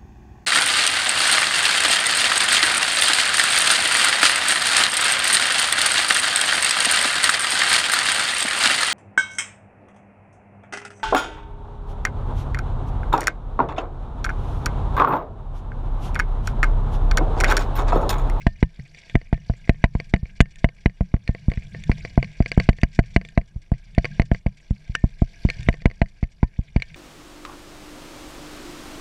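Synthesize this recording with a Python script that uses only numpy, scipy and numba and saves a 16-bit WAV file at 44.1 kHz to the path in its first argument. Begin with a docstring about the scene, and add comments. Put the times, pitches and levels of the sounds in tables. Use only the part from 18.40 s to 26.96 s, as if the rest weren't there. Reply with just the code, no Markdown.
"""A faint hiss of wind and tyre grit over a low rumble, then jolt after jolt: a mountain bike going down
a rough dirt trail. The microphone is a camera's, in a sealed plastic housing strapped to the rider's chest.
Each jolt shoves the housing (a deep thump) and rings shell and strap; right at the microphone the loose
mount ticks and rattles. Wind and grit arrive through the housing's resonances, strap and frame rumble
underneath, and the loudest jolts overload."""
import sys
import numpy as np
from scipy import signal
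from scipy.io import wavfile
from scipy.ndimage import uniform_filter1d
from numba import njit

SR = 44100
rng = np.random.default_rng(int(sys.argv[2]) if len(sys.argv) > 2 else 0)


def transcribe(u):
    """Save the signal u as a 16-bit wav file named by the first command-line argument.

    u: samples, shape (n,) or (channels, n), limited to [-1, 1]; the rate is SR.
    q: integer samples, one column per channel.
    """
    v = np.clip(np.atleast_2d(u).T, -1, 1)
    q = np.round(v * 32767).astype(np.int16)
    wavfile.write(sys.argv[1], SR, q)


N = 377496
T = np.arange(N) / SR

# Levels in the tables are relative; each source adds its own gain.
# the ride down the trail: (time [s], wind and grit hiss [dB], body sway [dB], strap rumble [dB])
RIDE_LEVELS = [(0.0, -56, -41, -37), (0.14, -61.5, -40, -40.5), (0.43, -57.5, -54, -60),
               (0.69, -53, -48, -52), (0.88, -61.5, -42, -49.5), (1.24, -56, -45, -51.5),
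               (1.64, -60, -45, -45), (1.76, -60, -39, -46.5), (2.05, -59.5, -47, -54.5),
               (2.67, -63.5, -51, -54), (3.22, -54, -43, -43), (3.62, -50, -43, -34.5),
               (3.81, -54.5, -45, -43), (4.05, -56.5, -42, -58), (4.22, -49.5, -41, -37),
               (4.46, -62, -43.5, -48), (4.79, -55, -46, -46), (5.17, -66.5, -51, -59.5),
               (5.58, -57.5, -44.5, -49), (5.77, -53, -40.5, -38.5), (5.96, -65, -44, -44.5),
               (6.1, -67, -49, -67), (6.32, -58, -50, -58), (6.67, -59, -43, -53), (6.87, -56.5, -48, -52),
               (7.27, -46.5, -36, -39.5), (7.46, -60, -39.5, -48), (7.82, -65, -52, -63),
               (8.18, -64, -49.5, -55), (8.56, -55, -43, -48)]
# bumps: (time [s], shove [dB], strap ring [dB re shove], strap pitch [Hz], shell knock [dB re shove],
# clack of the mount [dB])
TRAIL_JOLTS = [(0.067, -3.5, -35, 121, -16.5, -42), (0.228, -3.5, -11, 162, -15.5, -16.5),
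               (0.392, -34, 17, 132, -42, -70), (0.7461, -16.5, -20, 149, -42, -62),
               (0.7545, -3.5, -12, 126, -15.5, -14), (0.9285, -7, -5.5, 146.5, -13, -62),
               (1.0982, -10, -6, 120.4, -17.5, -53), (1.2943, -1.5, -41, 152, -19.5, -12),
               (1.441, -2, -34, 159, -15.5, -9), (1.552, -10.5, -5, 130, -15, -34),
               (1.7387, -5.5, -6, 182, -12, -10.5), (1.8297, -18, -25, 131, -37, -56),
               (2.005, 4.5, -12, 129, -23, -2), (2.2442, -3.5, -10.5, 150, -15, -13),
               (2.4593, -4, -16, 180, -15.5, -12), (2.6085, -8.5, -4.5, 180, -19, -36),
               (2.741, -6, -17, 152, -18.5, -30.5), (2.8921, -9, -8.5, 121, -23, -35),
               (3.083, -6.5, -5.5, 130, -42, -65), (3.1742, -16, -12, 182, -55, -32),
               (3.4959, -3, -9, 153.4, -22.5, -33), (3.7771, -1, -2, 131, -18, -26.5),
               (4.0043, -3.5, -31, 123, -20, -32), (4.1767, -1, -6, 179.4, -21.5, -51),
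               (4.29, 2.5, -22.5, 191, -19.5, -9.5), (4.433, -3, -40, 185, -20.5, -59),
               (4.5908, -3, -24, 169, -13, -14.5), (4.7628, -4, -9, 183.6, -13.5, -8),
               (4.9765, -4, -16, 188, -14.5, -16.5), (5.1602, -21.5, -33.5, 127, -36.5, -74),
               (5.3183, -8, -9, 139, -22, -55), (5.58, -3.5, -16, 173, -18, -63),
               (5.7973, -4.5, -15, 118, -15.5, -14), (5.916, -5, -12.5, 180, -18.5, -62.5),
               (6.063, -9, -13.5, 188.6, -20, -60.5), (6.3079, -10.5, -9, 196, -39.5, -49),
               (6.496, -20, -15, 118, -65, -85), (6.64, -3.5, -18, 126, -29, -52),
               (6.8198, -4, -18, 125, -23, -51), (7.0504, -4, -10.5, 182, -30, -52),
               (7.194, -25.5, -22, 157, -35, -70), (7.271, -22, -20, 150, -40, -70),
               (7.2874, -3.5, -22, 183, -13.5, -9.5), (7.457, -1, -33, 150, -17, -13),
               (7.617, -5.5, -14.5, 193.5, -14.5, -14), (7.8287, -10.5, -23.5, 145, -21.5, -32),
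               (8.0303, -3.5, -30, 129.6, -19, -27.5), (8.1894, -12, -29, 123.3, -37.5, -64),
               (8.362, -5, -11, 140, -22.5, -67)]
# ticks of the loose mount: (time [s], level [dB], clack pitch [Hz], treble snap [dB re level])
LOOSE_TICKS = [(0.068, -14, 1840, -39), (0.3966, -38.5, 2030, -30), (0.547, -38.5, 2160, -19),
               (0.6974, -31, 2320, -17), (0.8148, -38, 2030, -44), (0.9297, -25, 1880, -38),
               (0.943, -35.5, 2310, -37), (0.977, -44, 1940, -52), (1.1019, -40, 1570, -27),
               (1.137, -41, 2020, -51), (1.276, -35.5, 2040, -49), (1.345, -47, 1960, -59),
               (1.458, -38, 2350, -39), (1.6006, -22, 2170, -31), (1.743, -48, 1570, -29),
               (1.762, -29.5, 2040, -38), (1.8567, -40.5, 2250, -48), (2.0108, -22.5, 2000, 0.5),
               (2.0574, -39.5, 2100, -46), (2.1577, -43, 2430, -5), (2.289, -32, 2190, -38.5),
               (2.497, -40, 2000, -39), (2.7651, -40, 1990, -50), (2.877, -23.5, 2300, -22),
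               (2.949, -28.5, 2010, -49), (3.1004, -37.5, 2010, -15), (3.1175, -26, 2080, -43),
               (3.137, -35, 2280, -24), (3.2225, -40, 2270, -29), (3.3481, -30, 1970, -56.5),
               (3.4376, -33.5, 2370, -6.5), (3.5162, -17.5, 2040, -37), (3.65, -22.5, 2000, -38),
               (3.8279, -19.5, 2200, -38), (3.845, -29.5, 2300, -30), (4.0238, -32, 2220, -22),
               (4.0604, -19.5, 2150, -36), (4.1171, -15.5, 2278, -23.5), (4.179, -26.5, 1700, -38),
               (4.1998, -14, 2100, -27), (4.2949, -25, 1960, -19), (4.3302, -37.5, 2260, -27),
               (4.386, -35.5, 2050, -34), (4.4152, -35.5, 2620, -11), (4.4337, -11.5, 1990, -41),
               (4.559, -46, 2280, -11), (4.5967, -31, 2100, -20.5), (4.6382, -42.5, 2270, -47),
               (4.8138, -32, 2100, -36), (4.85, -34, 2240, -14), (4.8874, -38.5, 2380, -10.5),
               (5.0137, -40.5, 2050, -41), (5.3179, -39.5, 1600, -51), (5.338, -40, 2010, -38.5),
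               (5.549, -40, 2610, -7.5), (5.583, -19.5, 2020, -27), (5.6454, -19, 2230, -40),
               (5.6538, -16, 2120, -33.5), (5.8189, -23, 2130, -33), (5.9153, -22, 1760, -49),
               (5.9474, -25.5, 2060, -40), (6.0659, -25.5, 2190, -51.5), (6.5515, -11, 1587, -18),
               (6.937, -55, 2140, -15), (7.0886, -23, 2140, -34), (7.1008, -15, 2285, -22),
               (7.208, -41, 2350, -9), (7.23, -37, 2400, -8.5), (7.328, -35, 2350, -24),
               (7.3409, -31.5, 1990, -36), (7.4201, -37.5, 2060, -23), (7.501, -38, 2200, -35),
               (7.5128, -34, 2030, -33), (7.6596, -41, 2010, -36), (7.838, -32, 2110, -34),
               (8.0402, -40, 2240, -18), (8.3637, -22.5, 2190, -36), (8.3997, -33.5, 2226, -25),
               (8.4219, -17.5, 2300, -26), (8.544, -33.5, 2320, -15.5)]
# the clearest pings of metal: (time [s], level [dB])
METAL_PINGS = [(0.068, -48), (0.2283, -51.5), (0.755, -58), (0.945, -53), (1.296, -57), (1.35, -66),
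               (1.745, -49.5), (2.005, -42.5), (2.877, -50), (3.345, -50.5), (4.385, -60.5), (4.6374, -60),
               (6.5493, -41), (7.0891, -44), (7.328, -53), (8.365, -55)]
# the loudest crunches of grit, down at the tyres: (time [s], level [dB])
GRIT_CRUNCHES = [(0.201, -54), (0.583, -53.5), (1.641, -58.5), (1.692, -56.5), (1.961, -57), (2.184, -53.5),
                 (2.105, -58), (2.405, -61.5), (3.87, -65), (3.925, -63), (3.968, -58), (4.077, -48),
                 (4.231, -48.5), (4.262, -68), (4.365, -58), (4.528, -55), (4.547, -49), (4.657, -58),
                 (4.704, -59.5), (4.739, -55), (5.075, -62.5), (5.216, -60), (5.379, -60.5), (5.438, -63.5),
                 (5.852, -57.5), (5.932, -56.5), (5.956, -58), (5.975, -61), (6.169, -59), (6.887, -66),
                 (6.904, -69), (7.682, -60.5), (7.809, -63), (7.916, -60.5)]
# air and wall resonances around the microphone: (frequency [Hz], width [Hz], level [dB])
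HOUSING_BANDS = [(1624, 150, 5.5), (2254, 565, 7), (2900, 130, -0.5), (3440, 780, -3), (4590, 1170, -4.5),
                 (5690, 680, -5), (7130, 1600, -14.5), (8430, 900, -22.5), (11000, 4600, -52.5)]
# modes of the parts that ring: (frequency [Hz], level [dB], time to fall 60 dB [s])
SHELL_MODES = [(377, 3, 0.011), (485, -3, 0.031), (609, -7.5, 0.045), (674, 1.5, 0.043), (855, -4.5, 0.022),
               (984, -14.5, 0.053), (1463, -7, 0.0099)]
STRAP_MODES = [(119, -10.5, 0.26), (153, -1, 0.14), (193.5, -4.5, 0.14)]
MOUNT_MODES = [(69, -47.2, .061), (121, -54.6, .127), (200, -35, .014), (253, -52.7, .043)]
BUCKLE_MODES = [(505, -2, .04), (1090, -6, .05)]
METAL_MODES = [(1808, -3, .08), (1808, -7, .26), (2790, -21, .15)]


def undb(db):
    return 10 ** (np.asarray(db) / 20)


def unit_rms(x):
    return x / np.sqrt(np.mean(x ** 2))


def add(out, start_s, piece):
    i = int(start_s * SR)
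    out[i:i + len(piece)] += piece[:N - i]


def bandpass(x, low_hz, high_hz, order=2):
    return signal.sosfilt(signal.butter(order, [low_hz, high_hz], "band", fs=SR, output="sos"), x)


def ring(x, modes):
    """Damped modes driven by x; a unit impulse starts each at its own level."""
    out = 0
    for hz, db, t60 in modes:
        pole = np.exp(2j * np.pi * hz / SR - np.log(1000) / (t60 * SR))
        out = out + undb(db) * signal.lfilter([1], [1, -pole], x).imag
    return out


def through_housing(drives):
    """The way in to the microphone: one drive per resonance, filtered twice for deep valleys."""
    out = 0
    for (hz, width, db), x in zip(HOUSING_BANDS, drives):
        peak = signal.iirpeak(hz, hz / width, SR)
        out = out + undb(db) * signal.lfilter(*peak, signal.lfilter(*peak, x))
    return out


def wander(rate_hz):
    """Glides from one random value to the next, with a spread of 1."""
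    hold = int(SR / rate_hz)
    steps = np.repeat(rng.standard_normal(N // hold + 1), hold)
    return unit_rms(uniform_filter1d(steps, hold)[:N])


def grains(per_second, spread_db, length_s):
    """An envelope of scattered bursts of many sizes."""
    hits = rng.random(N) < per_second / SR
    sizes = undb(spread_db * rng.exponential(size=N).clip(0, 3.5))
    return unit_rms(signal.oaconvolve(hits * sizes, np.hanning(int(length_s * SR)))[:N])


def after_jolts(levels_db, decay_s):
    """An envelope that jumps at each jolt and dies away."""
    kicks = np.zeros(N)
    for (start_s, *_), db in zip(TRAIL_JOLTS, levels_db):
        add(kicks, start_s, undb([db]))
    return signal.lfilter([1], [1, -np.exp(-1 / (decay_s * SR))], kicks)


def wind_and_grit():
    """Wind over the housing, fine grit across its resonances, and chain clinks that each excite one."""
    wind = undb(2.2 * wander(rate_hz=30))
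    grit = grains(per_second=40, spread_db=2.1, length_s=.008)
    drives = []
    for hz, _, _ in HOUSING_BANDS:
        bright_grit = min(hz / 4000, 1) * undb(-5) * grit
        chain = undb(2) * grains(per_second=38, spread_db=3.6, length_s=.015)
        drives.append((wind + bright_grit + chain) * rng.standard_normal(N))
    shell = ring((wind + grit / 2) * rng.standard_normal(N), SHELL_MODES)
    return unit_rms(through_housing(drives)) + undb(-10) * unit_rms(shell)


def sizzle():
    """Fine, flickering noise on top of the hiss."""
    treble = bandpass(rng.standard_normal(N), 8500, 12000)
    return unit_rms(treble * undb(3 * wander(rate_hz=20)))


def strap_rumble():
    """Trail roughness keeps the chest strap humming unevenly."""
    shake = rng.standard_normal(N) * undb(4.5 * wander(rate_hz=25))
    return unit_rms(ring(bandpass(shake, 105, 190, order=3), STRAP_MODES))


def frame_rumble():
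    """Dull shaking of the frame below the rider."""
    return unit_rms(bandpass(rng.standard_normal(N), 55, 105))


def body_sway():
    """Slow pressure swings from the moving body just behind the microphone."""
    return unit_rms(bandpass(rng.standard_normal(N), 12, 40, order=3))


def microphone_noise():
    """Faint self-noise, strongest in the bass."""
    bass = unit_rms(signal.lfilter([1], [1, -.99], rng.standard_normal(N)))
    return undb(-64) * bass + undb(-82.5) * rng.standard_normal(N)


def jolts():
    """A half-sine shove sets the mount swinging; the shell rings at once, the strap on the rebound."""
    shove, strap, knocks = np.zeros((3, N))
    t = np.arange(8000) / SR
    rebound = (1 - np.exp(-t / .024)) ** 2 * np.exp(-t / .013)
    for start_s, db, strap_db, strap_hz, shell_db, _ in TRAIL_JOLTS:
        shove_ms = 2.495 - .1471 * min(db, 0)  # a weaker shove lasts longer
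        half_sine = np.sin(np.pi * np.linspace(0, 1, int(shove_ms * SR / 1000)))
        add(shove, start_s, undb(db) * half_sine ** 1.1)
        add(strap, start_s, undb(db + strap_db + 8.5) * rebound * np.sin(2 * np.pi * strap_hz * t))
        chatter = .06 * rng.standard_normal(90)  # colours each knock anew
        knock = np.r_[np.hanning(24) / 12, chatter]
        add(knocks, start_s - .0007, undb(db + shell_db) * knock)  # the hard contact comes first
    padded = signal.lfilter(*signal.butter(1, 1500, fs=SR), shove)  # padding rounds the shove
    leak_hz, leak_q = 29.7, 1.04  # slow pressure leaks out of the housing
    omega = 2 * np.pi * leak_hz
    leak = signal.bilinear([1, 0, 0], [1, omega / leak_q, omega ** 2], SR)
    thump = signal.lfilter(*leak, padded + ring(padded, MOUNT_MODES))
    return thump + strap - ring(knocks, SHELL_MODES)


def mount_hits():
    """Clacks inside the jolts, then loose ticks: (time [s], level [dB], clack [Hz], clink [Hz],
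    clink [dB re level], snap [dB re level], tap [dB re level])."""
    low_clink_hz, high_clink_hz = 3560, 4560
    hits = []
    for start_s, *_, db in TRAIL_JOLTS:
        hits.append((start_s, db, 2016, rng.uniform(low_clink_hz, high_clink_hz), -22, -36, -22.5))
    for start_s, db, clack_hz, snap_db in LOOSE_TICKS:
        bright, mid_pitched = snap_db > -18, 1900 < clack_hz < 2285
        clink_hz = 1.84 * clack_hz
        if bright:
            clink_hz = min(low_clink_hz, clink_hz)
        elif mid_pitched:
            clink_hz = high_clink_hz
        clink_db = -4.5 + .36 * snap_db  # brighter ticks clink more
        tap_db = -30 - .2 * snap_db + 9 * mid_pitched  # and tap the shell less
        hits.append((start_s, db, clack_hz, clink_hz, clink_db, snap_db, tap_db))
    return hits


def mount_rattle():
    """Close up, each hit clacks, clinks and cracks with noise, and rings shell, buckle, strap and metal."""
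    tones, rattle, crack, snap, taps, pings = np.zeros((6, N))
    t = np.arange(1300) / SR
    rise = 1 - np.exp(-t / .00027)
    hits = mount_hits()
    noises = rng.standard_normal((len(hits), len(t)))
    for (start_s, db, clack_hz, clink_hz, clink_db, snap_db, tap_db), noise in zip(hits, noises):
        detuned_hz = clink_hz * (1 + .018 * rng.standard_normal())
        clack = -np.sin(2 * np.pi * clack_hz * t) * np.exp(-t / .0013)
        clink = undb(clink_db) * np.sin(2 * np.pi * detuned_hz * t) * np.exp(-t / .0019)
        add(tones, start_s, undb(db + 7.5) * rise * (clack + clink))
        add(rattle, start_s, undb(db) * rise * np.exp(-t / .0031) * noise)
        add(crack, start_s, undb(db + clink_db + 14) * rise * np.exp(-t / .0024) * noise)
        add(snap, start_s, undb(db + snap_db + 27.5) * rise * np.exp(-t / .0017) * noise)
        add(taps, start_s, undb(db + tap_db) * np.exp(-t / .0004) * (.12 * noise - .1))
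        add(pings, start_s, undb([-40.5 + .4 * (db + snap_db)]))  # metal rings faintly with the treble
    for start_s, db in METAL_PINGS:
        add(pings, start_s, undb([db]))
    walls = through_housing([rattle] * 3 + [crack] * 3 + [snap] * 3)  # low, middle and top resonances
    tapped = ring(taps, SHELL_MODES + BUCKLE_MODES) + undb(-4) * ring(taps, STRAP_MODES)
    return tones + walls + tapped + undb(8) * ring(pings, METAL_MODES)


def tyre_crunches():
    """Grit crunches under the tyres: short bright puffs of noise, heard through the housing."""
    puffs, t = np.zeros(N), np.arange(900) / SR
    for start_s, db in GRIT_CRUNCHES:
        add(puffs, start_s, undb(db) * (1 - np.exp(-t / .0014)) * np.exp(-t / .018))
    drives = [(hz / 4000) ** .82 * puffs * rng.standard_normal(N) for hz, _, _ in HOUSING_BANDS]
    return undb(15.5) * through_housing(drives)


@njit
def gain_control(x, threshold, attack_s, release_s):
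    """Gain that drops fast on loud sound and recovers slowly."""
    out, level = np.empty(len(x)), 0.
    for i in range(len(x)):
        size = abs(x[i])
        level += (size - level) / (SR * (attack_s if size > level else release_s))
        out[i] = x[i] * min(1., threshold / (level + 1e-9))
    return out


def scene():
    """The ride in mono, from the rider's chest."""
    times, *levels_db = np.array(RIDE_LEVELS).T
    hiss_gain, sway_gain, rumble_gain = [undb(np.interp(T, times, db)) for db in levels_db]
    _, shove_db, strap_db, _, _, clack_db = np.array(TRAIL_JOLTS).T
    hiss_gain /= 1 + after_jolts(clack_db + 22, decay_s=.034)  # the hiss dips after a hard clack
    rumble_gain += after_jolts(shove_db + strap_db - 19.5, decay_s=.017)  # the strap rumbles on
    sway_gain += after_jolts(shove_db - 42, decay_s=.027)
    hiss = hiss_gain * (wind_and_grit() + undb(-29) * sizzle())
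    rumble = rumble_gain * (strap_rumble() + undb(-5.5) * frame_rumble())
    sway = sway_gain * body_sway()
    return (hiss + rumble + sway + jolts() + mount_rattle() + tyre_crunches() + microphone_noise())[None]


def record(dry):
    """In the camera, gain control ducks after jolts, the converter clips and the top is cut."""
    ducked = gain_control(dry[0], threshold=.42, attack_s=.0076, release_s=.06)
    clipped = np.clip(ducked, -.97, .97)
    top_cut = signal.ellip(10, .1, 75, 11900, fs=SR, output="sos")
    return signal.sosfilt(top_cut, clipped)[None]


dry = scene()
out = record(dry)
transcribe(out)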